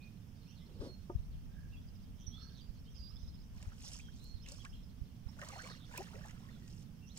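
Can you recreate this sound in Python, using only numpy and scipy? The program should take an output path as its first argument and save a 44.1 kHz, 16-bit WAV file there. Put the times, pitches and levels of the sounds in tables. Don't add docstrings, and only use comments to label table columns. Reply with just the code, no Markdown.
import sys
import numpy as np
from scipy import signal
from scipy.fft import rfft, irfft, next_fast_len
from scipy.io import wavfile
from scipy.ndimage import map_coordinates

SR = 44100
rng = np.random.default_rng(int(sys.argv[2]) if len(sys.argv) > 2 else 0)


def log_audio(samples):
    frames = np.atleast_2d(samples).T
    limited = np.clip(frames, -1, 1)
    pcm = np.round(limited * 32767).astype(np.int16)
    wavfile.write(sys.argv[1], SR, pcm)


N = 316638


def amp(db):
    return 10 ** (np.asarray(db) / 20)


def unit(x):
    return x / np.sqrt(np.mean(x ** 2) + 1e-20)


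def along(points, hz):
    f, value = np.transpose(points)
    return np.interp(np.log(hz + 1), np.log(f + 1), value)


def loudness(rows):
    s, db = np.transpose(rows)
    return amp(np.interp(np.arange(N) / SR, s, db, left=-120, right=-120))


def wobble(rate):
    return map_coordinates(rng.standard_normal(int(N * rate / SR) + 4), [np.arange(N) * rate / SR])


def filtered(x, response):
    size = next_fast_len(N + SR // 2)
    return irfft(rfft(x, size) * response(np.fft.rfftfreq(size, 1 / SR)), size)[..., :N]


def coloured(x, tone):
    return unit(filtered(x, lambda hz: amp(along(tone, hz))))


def sides(pan_db):
    return amp(np.array([[.5], [-.5]]) * pan_db)


def add(track, s, sound):
    part = track[..., max(round(s * SR), 0):][..., :sound.shape[-1]]
    part += sound[..., :part.shape[-1]]


def rush(tone, likeness):
    turn = lambda hz: np.arccos(np.clip(along(likeness, hz), -1, 1)) / 2
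    shares = lambda hz: np.array([np.cos(turn(hz)), np.sin(turn(hz))])
    mid, side = filtered(rng.standard_normal((2, N)), shares)
    return coloured(np.array([mid + side, mid - side]), tone)


def burst(length, low_hz, high_hz):
    band = signal.butter(2, [low_hz, high_hz], "band", fs=SR, output="sos")
    return unit(signal.sosfilt(band, rng.standard_normal(length)))


def grains(rate, low_hz, high_hz, cycles, spread_db, rise):
    when, pitch, size = rng.random((int(rate * N / SR), 3)).T[:, :, None]
    hz = low_hz * (high_hz / low_hz) ** pitch
    n = np.arange(int(4 * cycles * SR / low_hz))
    age = hz * n / SR / cycles
    strength = amp(spread_db * size ** 2) * np.exp(-age) * (1 - np.exp(-6 * age))
    waves = strength * np.sin(2 * np.pi * cycles * age * (1 + rise * age / 2))
    return unit(np.bincount(((when * N).astype(int) + n).ravel(), waves.ravel())[:N])


def scatter(x, fade_s):
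    t = np.arange(SR // 2) / SR
    tail = rng.standard_normal((2, len(t))) * amp(-60 * t / fade_s) * (1 - np.exp(-t / 0.00067))
    return signal.fftconvolve(np.atleast_2d(x), tail / np.linalg.norm(tail[0]), axes=1)[:, :N]


def ripple(x):
    slices = signal.stft(x, nperseg=256)[2]
    scrambled = slices * np.exp(2j * np.pi * rng.random((2, *slices.shape[-2:])))
    echo = signal.istft(scrambled, nperseg=256)[1]
    return np.pad(unit(echo) * np.std(x), ((0, 0), (90, 0)))[:, :N]


# t/s, level/dB (table levels are relative, before mixing)
RUMBLE_SWELL = [(0, -54.5), (1.7, -54.5), (3.8, -55), (5.8, -54), (6.74, -51.5), (7.18, -54)]
# f/Hz, level/dB
RUMBLE_TONE = [(20, -4), (60, -2.5), (105, 0), (130, -3), (165, -2), (212, -5.5), (255, -10), (315, -21.5),
               (500, -31.5), (900, -80)]
HISS_TONE = [(150, -11.5), (400, 1), (800, -3), (2000, -9), (3200, -7), (4100, -17), (5400, -8.5),
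             (7300, -16.5), (9000, -17), (13000, -17), (15000, -12), (15750, -19), (16000, -55)]
# f/Hz, pan/dB
HISS_PAN = [(400, -4.5), (900, -2.5), (2400, -2.5), (3400, -0.5), (5600, -6), (8300, 4), (11000, -0.5),
            (15000, -3)]
# f/Hz, likeness
HISS_LIKENESS = [(300, 0.42), (800, 0), (1600, 0), (4000, 0)]


def outdoors():
    swell = loudness(RUMBLE_SWELL) * amp(0.39 * wobble(3.16))
    rumble = swell * sides(-7.5) * rush(RUMBLE_TONE, likeness=[(40, 0.77), (150, 0.88)])
    hiss = filtered(rush(HISS_TONE, HISS_LIKENESS), lambda hz: sides(along(HISS_PAN, hz)))
    return rumble + amp(-70 + 0.057 * wobble(2.2)) * hiss


def bird_note(length, start_hz, middle_hz, end_hz, buzz):
    progress = np.linspace(0, 1, int(length * SR))
    flutter = lambda rate: np.interp(progress * length * rate, np.arange(400), rng.standard_normal(400))
    trill = np.sin(2 * np.pi * 125 * progress * length + .7 * flutter(40))
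    hz = np.polyval(np.polyfit([0, .5, 1], [start_hz, middle_hz, end_hz], 2), progress)
    hz += buzz * (120 * trill + 560 * buzz ** 2 * flutter(900))
    swell = np.abs(np.sin(np.pi * progress)) ** .6
    strength = swell * (1 + np.clip(buzz, 0, .8) * trill) * amp(1.8 * flutter(70))
    return unit(strength * np.sin(2 * np.pi * np.cumsum(hz) / SR))


# t/s, length/s, f/Hz, glide, arch, level/dB, buzz (0-1)
WHISTLES = [(0, 0.087, 2450, 0.0068, 0, -67, 0.4), (0.595, 0.066, 2060, 0.048, 0, -78.5, .15),
            (0.871, 0.087, 4280, -0.0095, 0, -65, .08), (2.308, 0.097, 3434, .13, 0, -62, 0.05),
            (2.365, 0.14, 4276, 0.019, 0, -64.5, 0.48), (2.98, 0.12, 4834, 0, 0, -64.5, .12),
            (3.998, .12, 3214, -0.021, 0, -70, 0.42), (4.185, .2, 4254, 0.051, 0.0604, -67, 0.48),
            (5.518, 0.171, 4270, 0.023, 0, -66, .1), (6.495, .1, 3500, -.1, .03, -75.5, .1),
            (6.578, 0.13, 1916, -0.11, 0.0024, -79, .1)]
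# t/s, length/s, f/Hz, glide, level/dB
RASPS = [(.01, .04, 4030, .35, -73), (.47, 0.052, 5550, .12, -77), (.569, .08, 3580, -.25, -72),
         (1.318, 0.054, 3330, -0.57, -78), (2.177, 0.11, 3340, .17, -72), (2.19, 0.048, 5920, -0.11, -74.5),
         (2.402, 0.063, 5600, .14, -73.5), (2.525, 0.1, 3800, -0.39, -68), (2.94, .071, 4900, -.12, -67.5),
         (4.435, .07, 2790, -.13, -65), (5.665, 0.097, 3900, -0.24, -66.5), (5.79, 0.077, 3550, -0.15, -68),
         (7.064, 0.038, 5720, 0.031, -74)]
# t/s, length/s, f/Hz, glide, arch, level/dB
CHIRPS = [(0.452, 0.089, 2910, .38, 0.045, -75), (1.714, 0.053, 2755, -0.069, 0.12, -67.5),
          (1.761, .03, 3330, .07, 0, -70.5), (2.265, 0.019, 5824, 0, 0.002, -60.5),
          (2.609, 0.023, 4660, 0.016, 0, -63.5), (2.855, 0.057, 3170, .12, 0.024, -72),
          (3.16, 0.02, 3500, 0.13, 0.0083, -66.5), (4.14, .07, 3650, 0.23, 0.087, -82),
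          (4.585, 0.0485, 3330, -0.083, 0.186, -65.5), (4.724, 0.037, 3300, 0, 0.26, -64.5),
          (5.285, 0.021, 5430, 0.071, .03, -71), (5.688, .05, 4420, -.11, 0.032, -65),
          (6.503, .07, 4060, -.17, 0, -78), (7.01, 0.059, 2750, 0.0048, 0.068, -72),
          (7.083, .055, 3920, 0.4, 0.09, -69)]
# first t/s, last t/s, spacing/s, f/Hz, level/dB
TWITTERS = [(1.878, 2.03, .074, 4900, -76), (3.089, 3.416, 0.062, 5060, -66),
            (4.418, 4.83, .136, 5250, -71)]
# f/Hz, pan/dB
BIRD_PAN = [(2400, -3), (3300, -6.5), (4300, -11), (5500, -21)]
RASP_BUZZ, CHIRP_BUZZ = .78, 0.29
PIP_S, PIP_GLIDE, PIP_BUZZ, PIP_FADE_DB = 0.0251, 0.089, 0.52, 1.5


def near_birds():
    notes = list(WHISTLES)
    notes += [(s, length, hz, glide, 0, db, RASP_BUZZ) for s, length, hz, glide, db in RASPS]
    notes += [(*chirp, CHIRP_BUZZ) for chirp in CHIRPS]
    for first, last, gap, hz, db in TWITTERS:
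        for k in range(round((last - first) / gap) + 1):
            glide = PIP_GLIDE * (-1) ** k
            notes.append((first + k * gap, PIP_S, hz, glide, 0, db - PIP_FADE_DB * k, PIP_BUZZ))
    song = np.zeros((2, N))
    for s, length, hz, glide, arch, db, buzz in notes:
        note = bird_note(length, hz * (1 - arch - glide / 2), hz, hz * (1 - arch + glide / 2), buzz)
        add(song, s, amp(db) * sides(along(BIRD_PAN, hz)) * note)
    return amp(-2) * song + amp(-12.5) * ripple(song) + amp(-5) * scatter(song, fade_s=.35)


# middle t/s, half length/s, level/dB
CHORUS_SPELLS = [(0.59, 0.16, -77), (2.46, .12, -69.5), (3.066, 0.26, -75.5), (4.44, 0.32, -75),
                 (5.71, 0.15, -67)]
CHORUS_QUIET_DB = -78.5


def far_birds():
    song, t = np.zeros(N), np.arange(N) / SR
    for when, pitch, length, slope in rng.random((600, 4)):
        hz, sweep = 2750 + 3200 * pitch, 0.301 * (slope - .5)
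        note = bird_note(.012 + .025 * length, hz * (1 - sweep), hz, hz * (1 + sweep), buzz=.75)
        add(song, when * N / SR, note)
    spells = sum(amp(db) * np.exp(-((t - s) / half) ** 2) for s, half, db in CHORUS_SPELLS)
    chorus = unit(sides(-8) * (0.58 * song + scatter(song, fade_s=0.14)))
    return (amp(CHORUS_QUIET_DB) + spells) * chorus


# t/s, level/dB
RUB_SWELL = [(.62, -77), (.76, -63), (.797, -62), (.81, -49), (.87, -49.5), (.91, -60.5), (.96, -80)]
# f/Hz, level/dB
RUBBER_TONE = [(130, -29), (220, -7.5), (409, -4.5), (552, -7.5), (772, -25), (882, -13), (1030, -23),
               (1130, -20), (2250, -33.5), (3200, -26.5), (5560, -27), (6790, -36.5), (12000, -43.5),
               (15600, -80), (22000, -120)]


def hull_rub():
    slips = grains(rate=800, low_hz=274, high_hz=2100, cycles=2, spread_db=14, rise=0)
    return loudness(RUB_SWELL) * coloured(0.2 * slips + rng.standard_normal(N), RUBBER_TONE)


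# t/s, level/dB
BREEZE_SWELL = [(0, -80), (.9, -62), (1.2, -48), (2.4, -54.5), (3.6, -51.5), (5.1, -55), (6, -72),
                (7.18, -60)]
# f/Hz, level/dB
BREEZE_TONE = [(15, -26.5), (35, 6), (70, 1.5), (110, -10), (200, -32), (400, -64)]
# t/s, level/dB, pan/dB
PUFFS = [(0.797, -40, 20), (1.151, -30.5, 26), (1.191, -38.5, -26), (1.338, -45.5, 12), (2.278, -43.5, -27),
         (2.689, -39.5, -26), (3.229, -44, -23), (3.277, -42.5, 24), (3.669, -39.5, 9), (4.341, -40.5, -32),
         (5.012, -38, -29), (5.259, -39.5, -25)]


def breeze():
    gusts = amp(2.2 * np.array([wobble(7.8), wobble(10)]))
    buffeting = unit(gusts * rush(BREEZE_TONE, likeness=[(50, 0.069)]))
    out = amp(-0.5) * loudness(BREEZE_SWELL) * buffeting
    t = np.arange(SR // 4) / SR
    for s, db, pan_db in PUFFS:
        passage = (t - .0085) / (0.0046 * amp(-.2 * (db + 58)))
        push_pull = -passage * np.exp(-passage ** 2 / 2)
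        wake = 0.084 * burst(len(t), low_hz=30, high_hz=98) * amp(-60 * t / 0.35)
        add(out, s, amp(db + 8.5) * unit(sides(pan_db)) * (push_pull + wake))
    return out


# t/s, level/dB
KNOCKS = [(1.0976, -39.5), (1.118, -53)]
# f/Hz, level/dB, time to drop 60 dB/s
HULL_NOTES = [(330, -1, 0.033), (361, 3, .07), (574, 0.5, .04), (700, -10, 0.099), (907, -2, 0.054),
              (1203, -11, 0.081), (1670, -20, 0.03)]


def oar_knocks():
    out, t = np.zeros(N), np.arange(SR // 5) / SR
    for s, db in KNOCKS:
        ring = sum(amp(level + rng.normal(0, .5) - 60 * t / fade_s) * np.sin(2 * np.pi * hz * t)
                   for hz, level, fade_s in HULL_NOTES)
        thud = burst(len(t), low_hz=230, high_hz=1000) * amp(-60 * t / 0.036)
        add(out, s, amp(db) * (ring + 0.2 * thud) * (1 - np.exp(-t / 0.0011)))
    return out


# t/s, length/s, f/Hz, level/dB
CROAKS = [(1.5, 0.19, 1683, -74.5), (2.335, 0.15, 1320, -78), (2.386, 0.2, 1660, -80),
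          (3.085, 0.079, 1275, -83)]


def croaks():
    out = np.zeros(N)
    for s, length, hz, db in CROAKS:
        t = np.arange(int(length * SR)) / SR
        pulses = np.exp(.5 * np.cos(2 * np.pi * 44 * t)) * np.abs(np.sin(np.pi * t / length)) ** .5
        add(out, s, amp(db) * unit(pulses * burst(len(t), low_hz=0.945 * hz, high_hz=1.033 * hz)))
    return sides(-9.5) * (out + amp(-3) * scatter(out, fade_s=0.54))


# t/s, hold/s, rise/s, fall/s, churn level/dB, spray level/dB
STROKES = [(3.574, 0.088, 0.078, 0.26, -70, -75.5), (3.858, 0.088, 0.15, 0.13, -67, -59.5),
           (4.196, 0.07, 0.23, 0.13, -94, -73.5), (4.48, 0.023, 0.022, 0.29, -67.5, -64),
           (5.273, .08, 0.038, .1, -69.5, -82), (5.428, 0.25, 0.1, 0.2, -57.5, -67),
           (5.959, 0.031, 0.12, 0.26, -55.5, -64), (6.11, 0.17, 0.12, 0.28, -63, -73.5),
           (6.375, .11, .1, 0.43, -68.5, -78.5), (6.68, 0.14, 0.19, 0.057, -85, -73.5),
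           (7.175, .02, 0.039, .1, -65, -62)]
# f/Hz, level/dB
CHURN_TONE = [(250, -23), (450, -5), (750, -1.5), (1300, 2), (2000, 4), (4000, -3.5), (7000, -14)]
SPRAY_TONE = [(1200, -16), (2500, -3.5), (4000, -7.5), (5400, 3), (6700, 2), (8500, -3), (11000, -10.5),
              (15500, -25)]
STROKE_RANGE_DB = 21


def oar_strokes():
    t, churn, spray = np.arange(N) / SR, np.zeros(N), np.zeros(N)
    for s, hold, rise, fall, churn_db, spray_db in STROKES:
        shape_db = -STROKE_RANGE_DB * (np.maximum(s - t, 0) / rise + np.maximum(t - s - hold, 0) / fall)
        churn = np.maximum(churn, amp(churn_db + shape_db))
        spray = np.maximum(spray, amp(spray_db + shape_db))
    gurgle = grains(rate=500, low_hz=452, high_hz=3990, cycles=5.9, spread_db=18.5, rise=0.051)
    patter = grains(rate=3200, low_hz=2600, high_hz=13000, cycles=3, spread_db=22, rise=.03)
    wash = coloured(gurgle + 1.02 * rng.standard_normal(N), CHURN_TONE)
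    fizz = coloured(patter + .5 * rng.standard_normal(N), SPRAY_TONE)
    return amp(0.5) * churn * wash + amp(4) * spray * fizz


# t/s, level/dB, slap boost/dB, snap boost/dB
SPLATS = [(3.6269, -46, 4, -26), (3.8798, -41, -9, -32), (3.9326, -37.5, -16, -44), (3.9884, -45, -5, -24),
          (4.2418, -57.5, -29, 9), (4.4617, -52, 11.5, -24), (4.487, -40, -10, -24),
          (4.5197, -36.5, -27, -19), (4.65, -43.5, 8, -32), (5.393, -50, -12, -20),
          (5.4154, -50.5, 17, -15), (5.448, -45.5, -14, -24), (5.4868, -38.5, -10, -21),
          (5.6221, -44, -7, -25), (5.6734, -44, 3, -28), (5.9762, -36, -2, 1.5), (6.0297, -48, 1, -28),
          (6.2588, -50, 2, -7), (6.284, -50, 2, -25), (6.3092, -50, 5.5, -23), (6.6784, -50, 2, -30),
          (6.7064, -58, -20, -23), (7.174, -37, -22, -16)]


def splats():
    out, t = np.zeros(N), np.arange(SR // 25) / SR
    for s, db, slap_db, snap_db in SPLATS:
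        spatter = burst(len(t), low_hz=4900, high_hz=7660) * amp(-60 * t / 0.014)
        slap = burst(len(t), low_hz=1400, high_hz=3065) * amp(slap_db - 8 - 60 * t / 0.026)
        snap = burst(len(t), low_hz=9400, high_hz=15900) * amp(snap_db + 1 - 60 * t / 0.0074)
        add(out, s, amp(db + 0.5) * (1 - np.exp(-t / 0.0001)) * (spatter + slap + snap))
    return out


# t/s, f/Hz, level/dB
BUBBLES = [(3.718, 1320, -49), (3.995, 2280, -44.5), (4.083, 1484, -53.5), (4.516, 528, -51.5),
           (4.644, 1018, -48), (4.654, 1480, -44), (5.388, 1340, -45), (5.414, 1760, -40),
           (5.418, 530, -43.5), (5.494, 1076, -43.5), (5.523, 773, -48), (5.556, 668, -44.5),
           (5.591, 1422, -39.5), (5.634, 475, -47.5), (5.641, 2110, -43), (5.658, 1048, -44),
           (5.706, 1160, -44.5), (5.938, 923, -44), (5.977, 2296, -38), (5.977, 926, -41.5),
           (5.988, 345, -37), (6.003, 730, -40), (6.143, 393, -43), (6.155, 494, -46), (6.235, 1620, -47.5),
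           (6.249, 787, -46), (6.487, 1765, -52)]
RING_S, PITCH_RISE = 0.018, 0.164


def bubbles():
    out = np.zeros(N)
    for s, hz, db in BUBBLES:
        life = RING_S / np.sqrt(hz / 1000)
        t = np.arange(int(3 * life * SR)) / SR
        age = t / life
        swell = (1 - np.exp(-age / .1)) * np.exp(-1.5 * age ** 2)
        ring = swell / swell.max() * np.sin(2 * np.pi * hz * t * (1 + PITCH_RISE * age / 2))
        tick = 0.41 * burst(len(t), low_hz=0.57 * hz, high_hz=2 * hz) * amp(-60 * t / 0.017)
        add(out, s, amp(db - 6) * (ring + tick))
    return out


# f/Hz, lead/radians
BOAT_LEAD = [(100, .1), (450, 0.36), (800, 0.96), (1400, 2.15), (2600, 1.98), (5500, 1.94), (8000, 1.14)]
# f/Hz, pan/dB
BOAT_PAN = [(300, 4), (700, 2), (1300, -6), (2500, -2), (5500, -9), (8300, 9), (11000, 5), (14000, -5)]


def boat():
    swirl, drops = oar_strokes() + bubbles(), splats()
    source = hull_rub() + oar_knocks() + amp(-1) * swirl + amp(-5) * drops
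    direct = filtered(source, lambda hz: np.exp(.5j * along(BOAT_LEAD, hz) * np.array([[1], [-1]])))
    echoes = amp(-6) * ripple(swirl + .5 * drops) + amp(-17) * scatter(source, fade_s=.25)
    return filtered(direct + echoes, lambda hz: sides(along(BOAT_PAN, hz)))


def scene():
    return outdoors() + near_birds() + far_birds() + boat() + breeze() + croaks()


def record(dry):
    return filtered(dry, lambda hz: hz < 16000)


dry = scene()
out = record(dry)
log_audio(out)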